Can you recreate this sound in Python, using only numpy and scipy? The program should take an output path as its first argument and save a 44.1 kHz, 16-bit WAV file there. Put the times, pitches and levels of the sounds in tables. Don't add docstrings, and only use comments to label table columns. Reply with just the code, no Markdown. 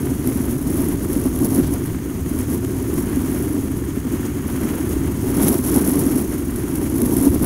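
import sys
import numpy as np
from scipy import signal
from scipy.fft import rfft, irfft, next_fast_len
from scipy.io import wavfile
from scipy.ndimage import uniform_filter1d

SR = 44100
rng = np.random.default_rng(int(sys.argv[2]) if len(sys.argv) > 2 else 0)


def voltage_ratio(decibels):
    exponent = np.asarray(decibels, float) / 20
    return 10 ** exponent


def to_wav(sig):
    pcm = np.clip(np.atleast_2d(sig), -1, 1) * 32767
    pcm = np.round(pcm).astype(np.int16)
    wavfile.write(sys.argv[1], SR, pcm.T)


N = 328545

# [f/Hz, width/Hz, level/dB]
HULL_NOTES = [(198.7, 124, -9), (272, 45.4, 0.5), (364, 69, -8)]
# [t/s, peak level/dB, f/Hz]
SLAPS = [(0.115, -12, 260), (0.272, -7, 256), (0.666, -8.5, 270), (0.708, -9, 250), (0.785, -12.5, 288),
         (0.886, -11, 283), (1.162, -10, 266), (1.257, -4.5, 265), (1.413, -5.5, 279), (1.592, -16, 269),
         (2.403, -10, 269), (3.171, -7.5, 256), (3.283, -12.5, 293), (4.051, -11, 264), (5.273, -12, 264),
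         (5.381, -3.5, 272), (5.41, -16, 264), (5.659, -7.5, 277), (5.704, -22, 291), (5.882, -6.5, 246),
         (5.963, -5, 261), (6.063, -5.5, 242), (6.108, -10, 318), (6.16, -8, 290), (6.851, -12, 288),
         (6.939, -10.5, 320), (7.011, -15, 280), (7.119, -8.5, 288), (7.165, -7, 335), (7.268, -1, 266)]


def hull(level_db, chatter):
    shake = rng.standard_normal(N) * voltage_ratio(0.42 * chatter + 2.4 * drift(29.0))
    notes = np.zeros(N)
    for k, (hz, width_hz, db) in enumerate(HULL_NOTES):
        sign = (-1) ** k
        notes += sign * voltage_ratio(db) * resonance(shake, hz, width_hz)
    drumming = signal.sosfilt(signal.butter(4, 450, fs=SR, output="sos"), notes)
    out = voltage_ratio(level_db + 0.5) * evened(drumming, span_s=0.06, share=0.75)
    t = np.arange(int(0.022 * SR)) / SR
    rise_s, fade_s = 0.0013, 0.0098
    swell_and_fade = (1 - np.exp(-t / rise_s)) * np.exp(-t / fade_s)
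    for s, peak_db, hz in SLAPS:
        slap = swell_and_fade * np.sin(2 * np.pi * hz * t)
        at = round(s * SR)
        out[at:at + len(t)] += voltage_ratio(peak_db + 1) * slap[:N - at]
    return out


# [f/Hz, level/dB per Hz]
BUZZ_TONE = [(250, -19), (430, 1.5), (520, 0), (700, -3), (940, -9.5), (1150, -9), (1600, -29), (2600, -27)]


def buzz(hull_db, spray_db, chatter):
    shake = rng.standard_normal(N) * voltage_ratio(2.0 * chatter + 0.75 * drift(36.0))
    level_db = 0.56 * hull_db + 0.55 * spray_db - 6.0
    return voltage_ratio(level_db) * evened(colour(shake, BUZZ_TONE), span_s=0.17, share=1.0)


# [f/Hz, level/dB per Hz]
SCRAPE_TONE = [(300, -22), (600, -4.5), (1100, 1), (1500, 0), (2150, -3), (2500, -8.5), (3350, -9.5),
               (3600, -16.5), (5000, -18.5), (7000, -34)]


def scrape(level_db, chatter):
    rush = rng.standard_normal(N) * voltage_ratio(0.56 * chatter + 1.83 * drift(64.0))
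    crunches_per_s = 1200 * voltage_ratio(1.5 * chatter + 2.5 * drift(35.0))
    crunch = rms_one(grains(crunches_per_s, spread_db=4.0))
    shaved = colour(rush + voltage_ratio(-4) * crunch, SCRAPE_TONE)
    return voltage_ratio(level_db + 1.0) * evened(shaved, span_s=0.073, share=0.8)


# [f/Hz, level/dB per Hz]
GLIDE_TONE = [(1500, -13), (2500, -2), (3350, -3.5), (3650, -9), (5150, -4.5), (5450, -2), (6600, 7.5),
              (7700, 0), (9000, 6.5), (11000, -3), (13000, 4), (16000, 0.5)]


def glide(scrape_db, chatter):
    swell_db = 0.32 * (scrape_db - scrape_db.mean()) + 0.4 * chatter + 1.63 * drift(25.0)
    return voltage_ratio(-42 + swell_db) * rms_one(colour(rng.standard_normal(N), GLIDE_TONE))


# [f/Hz, level/dB per Hz]
SPRAY_TONE = [(2500, -41), (3700, -18.5), (5150, -17), (5450, -8.5), (6600, -11), (7700, -12), (9500, -1.5),
              (11000, 4), (12500, -3.5), (14000, -7.5), (16000, -5)]


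def spray(level_db, chatter):
    clump_db = 0.62 * chatter + 4.2 * drift(83.0)
    hiss = rng.standard_normal(N) * voltage_ratio(clump_db)
    ticks = rms_one(grains(6000 * voltage_ratio(0.59 * clump_db), spread_db=5.5))
    crackle = colour(hiss + voltage_ratio(1.5) * ticks, SPRAY_TONE)
    return voltage_ratio(level_db + 1.65) * evened(crackle, span_s=0.073, share=0.91)


def grit(spray_db):
    ticks = np.abs(grains(45, spread_db=3.0))
    fade_s = 0.00097
    bursts = signal.lfilter([1], [1, -np.exp(-1 / (fade_s * SR))], ticks) * rng.standard_normal(N)
    return voltage_ratio(spray_db - 9.5) * rms_one(colour(bursts, SPRAY_TONE))


# [t/s, peak level/dB, dull tap level/dB re peak, middle ring level/dB re peak, shatter/ms]
CHIPS = [
    (1.1313, -13, -27, -24, .8),
    (2.3885, -12, -28, -28, .6),
    (2.6488, -26, -3, 2, .6),
    (5.4722, -24, -20, 8, .6),
    (5.4832, 3.5, -24, -29, .2),
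    (6.560, -15, -26, -24, .54),
]
# [t/s, peak level/dB]
PELLETS = [(0.2733, -12), (0.3726, -18), (0.7682, -18), (0.8854, -15.5), (1.1523, -22), (1.262, -17),
           (1.3887, -16.5), (1.4521, -21), (1.5653, -32), (2.2952, -22), (2.5007, -21), (2.5441, -19),
           (2.9392, -19), (3.2655, -46), (4.124, -24), (5.4311, -9.5), (5.6884, -18), (5.7159, -15),
           (5.7528, -17), (5.8755, -11), (5.9155, -12), (5.9928, -12), (6.755, -14), (6.8633, -24),
           (6.9815, -14), (7.017, -10), (7.0599, -13), (7.1666, -9.5), (7.237, -15), (7.4275, -15)]


def pellets():
    bits = CHIPS + [(s, db, -25, -24, 2.8) for s, db in PELLETS]
    t = np.arange(int(0.008 * SR)) / SR
    shatter_s = np.clip(np.array(bits)[:, 4:], 0.2, 3) / 1000
    signs = rng.choice([-1, 1], (len(bits), len(t)))
    cracks = signs * (1 - np.exp(-t / 0.0001)) * np.exp(-t / shatter_s)
    tap_band = signal.butter(2, [1400, 6300], "band", fs=SR, output="sos")
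    ring_band = signal.butter(2, [5800, 9000], "band", fs=SR, output="sos")
    taps = signal.sosfilt(tap_band, cracks)
    rings = signal.sosfilt(ring_band, cracks)
    brights = resonance(cracks, 11140, 1400) + voltage_ratio(-17) * resonance(cracks, 14000, 2500)
    out = np.zeros(N + len(t))
    for (s, peak_db, dull_db, middle_db, _), *parts in zip(bits, brights, taps, rings):
        bright, tap, ring = [part / np.abs(part).max() for part in parts]
        hit = bright + voltage_ratio(dull_db + 8) * tap + voltage_ratio(middle_db + 2.5) * ring
        at = round(s * SR)
        out[at:at + len(t)] += voltage_ratio(peak_db - 1.5) * hit
    return out[:N]


# [t/s, peak level/dB]
KNOCKS = [
    (0.806, -27),
    (1.568, -24),
    (5.764, -17),
    (6.864, -22),
    (6.939, -31),
    (7.016, -22),
    (7.188, -24),
    (7.259, -28),
]


def handles(hull_db):
    ringing = rms_one(resonance(rng.standard_normal(N), 942, 31))
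    hum = ringing * voltage_ratio(hull_db - 29.5 + 2.0 * drift(8.0))
    s, db = np.transpose(KNOCKS)
    width_hz = 500
    clicks = np.zeros(N) + 1e-18
    clicks[(s * SR).astype(int)] = voltage_ratio(db + 2) * SR / (2 * np.pi * width_hz)
    dulled = signal.lfilter([0.2], [1, -0.8], clicks)
    return hum + resonance(dulled, 800, width_hz)


# [f/Hz, level/dB per Hz]
WIND_TONE = [(15, -8), (30, -36), (48, -2.5), (68, 4.5), (110, 2.5), (170, -2), (260, -29), (500, -45.5)]
# [t/s, level/dB]
GUSTS = [(0.0, -27), (0.14, -25), (1.6, -24.5), (1.64, -16.5), (1.8, -28.5), (1.87, -22.5), (2.12, -30.5),
         (2.18, -25), (4.23, -26.5), (4.85, -27.5), (4.9, -23), (5.95, -27), (7.14, -26), (7.18, -20),
         (7.24, -31), (7.3, -20), (7.41, -24), (7.45, -19)]


def wind():
    level_db = in_time(GUSTS)[0]
    return voltage_ratio(level_db) * evened(colour(rng.standard_normal(N), WIND_TONE), span_s=0.081, share=0.41)


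def rms_one(x):
    return x / np.sqrt(np.mean(x ** 2) + 1e-20)


def in_time(rows):
    s, *columns = np.transpose(rows)
    return [np.interp(np.arange(N) / SR, s, c) for c in columns]


def swells(rows):
    s, length_s, *columns = np.transpose(rows)
    t = np.arange(0, N + 64, 64) / SR
    bells = np.exp(-2 * ((t[:, None] - s) / length_s) ** 2)
    return [np.interp(np.arange(N) / SR, t, bells @ c) for c in columns]


def drift(rate_hz):
    r = np.exp(-2 * np.pi * rate_hz / SR)
    wander = signal.lfilter([1], [1, -2 * r, r * r], rng.standard_normal(N + SR))
    return rms_one(wander[SR:])


def grains(per_s, spread_db):
    sizes = voltage_ratio(spread_db * np.minimum(rng.exponential(1, N), 5)) * rng.choice([-1, 1], N)
    return sizes * (rng.random(N) < per_s / SR)


def evened(x, span_s, share):
    power = uniform_filter1d(x ** 2, int(span_s * SR)) + 1e-12
    return rms_one(x / power ** (np.clip(share, 0, 1) / 2))


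def colour(x, points):
    size = 2 * next_fast_len(N // 2 + 4096)
    hz, level_db = np.transpose(points)
    log_hz = np.log(np.fft.rfftfreq(size, 1 / SR) + 1)
    log_gain = np.log(voltage_ratio(np.interp(log_hz, np.log(hz), level_db)))
    cepstrum = irfft(log_gain, size)
    cepstrum[1:size // 2] *= 2
    cepstrum[size // 2 + 1:] = 0
    return irfft(rfft(x, size) * np.exp(rfft(cepstrum)), size)[:N]


def resonance(x, hz, width_hz):
    r = np.exp(-np.pi * width_hz / SR)
    feedback = [1, -2 * r * np.cos(2 * np.pi * hz / SR), r * r]
    return signal.lfilter(np.array([1, 0, -1]) * (1 - r * r) / 2, feedback, x)


# [t/s, level/dB]
CRUST = [(0.0, -39.3), (0.82, -33), (0.94, -38), (1.51, -34), (1.98, -46.5), (2.5, -37), (2.62, -41.5),
         (3.24, -39), (3.36, -35.9), (3.93, -46), (4.75, -38), (5.17, -42.5), (5.44, -26.6), (5.61, -32),
         (5.88, -28.5), (6.55, -41.5), (7.23, -29), (7.45, -39.3)]
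# [t/s, level/dB]
CARVING = [(0.0, -42.5), (0.19, -42), (0.29, -42), (1.86, -43.5), (2.32, -44), (2.42, -40.7), (2.64, -44.5),
           (3.37, -40.5), (3.59, -44.9), (4.53, -40.2), (4.6, -39), (5.21, -44), (5.43, -35), (5.59, -41.5),
           (5.75, -37.5), (6.24, -43), (7.36, -43), (7.45, -42.5)]
# [t/s, length/s, extra spray level/dB, extra drumming level/dB]
RIDGES = [(0.279, 0.031, 3.5, 1.5), (1.147, 0.054, 3, 0.4), (1.267, 0.014, 5.5, 1), (1.427, 0.031, 2, 1.5),
          (1.457, 0.024, 5.5, 6), (1.556, 0.049, 6.5, 3), (1.596, 0.036, 1.5, 6.5), (1.736, 0.036, 6, 2.4),
          (1.866, 0.027, 8.5, -1.5), (2.395, 0.015, 6, -4), (2.554, 0.043, 4.5, 5), (2.993, 0.043, 7.1, 4),
          (3.572, 0.029, -1, 5.0), (3.971, 0.037, 3, 2.5), (4.141, 0.033, 4.8, 5), (4.5, 0.028, 4.6, -1.2),
          (4.649, 0.027, 2, 5.5), (4.919, 0.015, 4.3, 0), (5.059, 0.12, -0.3, 3), (5.488, 0.062, 5, 3.2),
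          (5.667, 0.047, 4, -3), (5.757, 0.032, 5.5, 7), (5.996, 0.017, 2, 4), (6.176, 0.068, 4, 2),
          (6.565, 0.065, 4, -1.5), (6.755, 0.015, 4, 2), (7.024, 0.042, -2, 5.6), (7.263, 0.059, 2, 5.5),
          (7.353, 0.031, 2.5, 4.5), (7.443, 0.043, 11.1, 6.5)]
# [t/s, length/s, dip level/dB]
HOPS = [(.18, 0.094, 3.5), (.459, 0.026, 3), (.629, 0.12, 4.5), (.988, 0.039, 4), (1.07, .03, 2),
        (1.297, 0.012, 6.5), (1.337, 0.083, 2), (1.49, 0.016, 3), (1.625, 0.014, 4), (1.66, 0.018, 2),
        (2.02, 0.046, 2.5), (2.205, .075, 3.5), (2.464, 0.033, 8), (2.594, 0.029, 5), (2.76, .03, 0.5),
        (2.88, 0.027, -0.5), (3.05, 0.026, 2.5), (4.02, 0.062, 2.5), (4.33, 0.025, 5), (4.42, .08, 2.5),
        (5.02, 0.032, 1.5), (5.15, .04, 1), (5.62, 0.029, 5), (6.266, .032, 4.5), (6.366, 0.016, 2.5),
        (6.435, .036, 3), (6.894, 0.018, 6.5), (7.094, 0.02, 1.5), (7.305, .025, 4.5), (7.39, .03, 2)]
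# [t/s, length/s, extra scrape level/dB]
BITES = [(.08, .04, 2), (.8, .1, 2), (1.6, .05, 3.5), (3.12, .1, 2.5), (4.2, .12, 1.5), (4.72, 0.088, 2.5),
         (4.86, 0.035, 1), (5.06, 0.072, 3), (6.1, .12, 1.5), (6.33, .05, 3), (6.68, .12, 1.5),
         (6.86, 0.066, 2), (7.2, 0.046, 3.5), (7.27, .04, 2), (7.448, 0.017, 5.5)]


def scene():
    crust_db, edges_db = in_time(CRUST) + in_time(CARVING)
    thrown_db, struck_db, light_db = swells(RIDGES) + swells(HOPS)
    bite_db = swells(BITES)[0]
    spray_db = crust_db + thrown_db - light_db
    scrape_db = edges_db + bite_db + 0.2 * thrown_db - 0.66 * light_db
    crust_swing_db = crust_db - crust_db.mean()
    edges_swing_db = edges_db - edges_db.mean()
    hull_db = -22 + 0.42 * crust_swing_db + struck_db + 0.046 * edges_swing_db - 0.93 * light_db
    chatter = drift(21.0)
    shell = hull(hull_db, chatter) + buzz(hull_db, spray_db, chatter)
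    runners = scrape(scrape_db, chatter) + glide(scrape_db, chatter)
    crystals = spray(spray_db, chatter) + grit(spray_db) + pellets()
    return (shell + runners + crystals + handles(hull_db) + wind())[None]


def band_limit(x):
    return signal.sosfilt(signal.butter(12, 16270, fs=SR, output="sos"), x)


def record(dry):
    rounded = 1.4 * np.tanh(dry / 1.4)
    steep_cut = signal.ellip(16, 0.5, 80, 15740, fs=SR, output="sos")
    mix = signal.sosfilt(steep_cut, rounded)
    return band_limit(mix)


dry = scene()
out = record(dry)
to_wav(out)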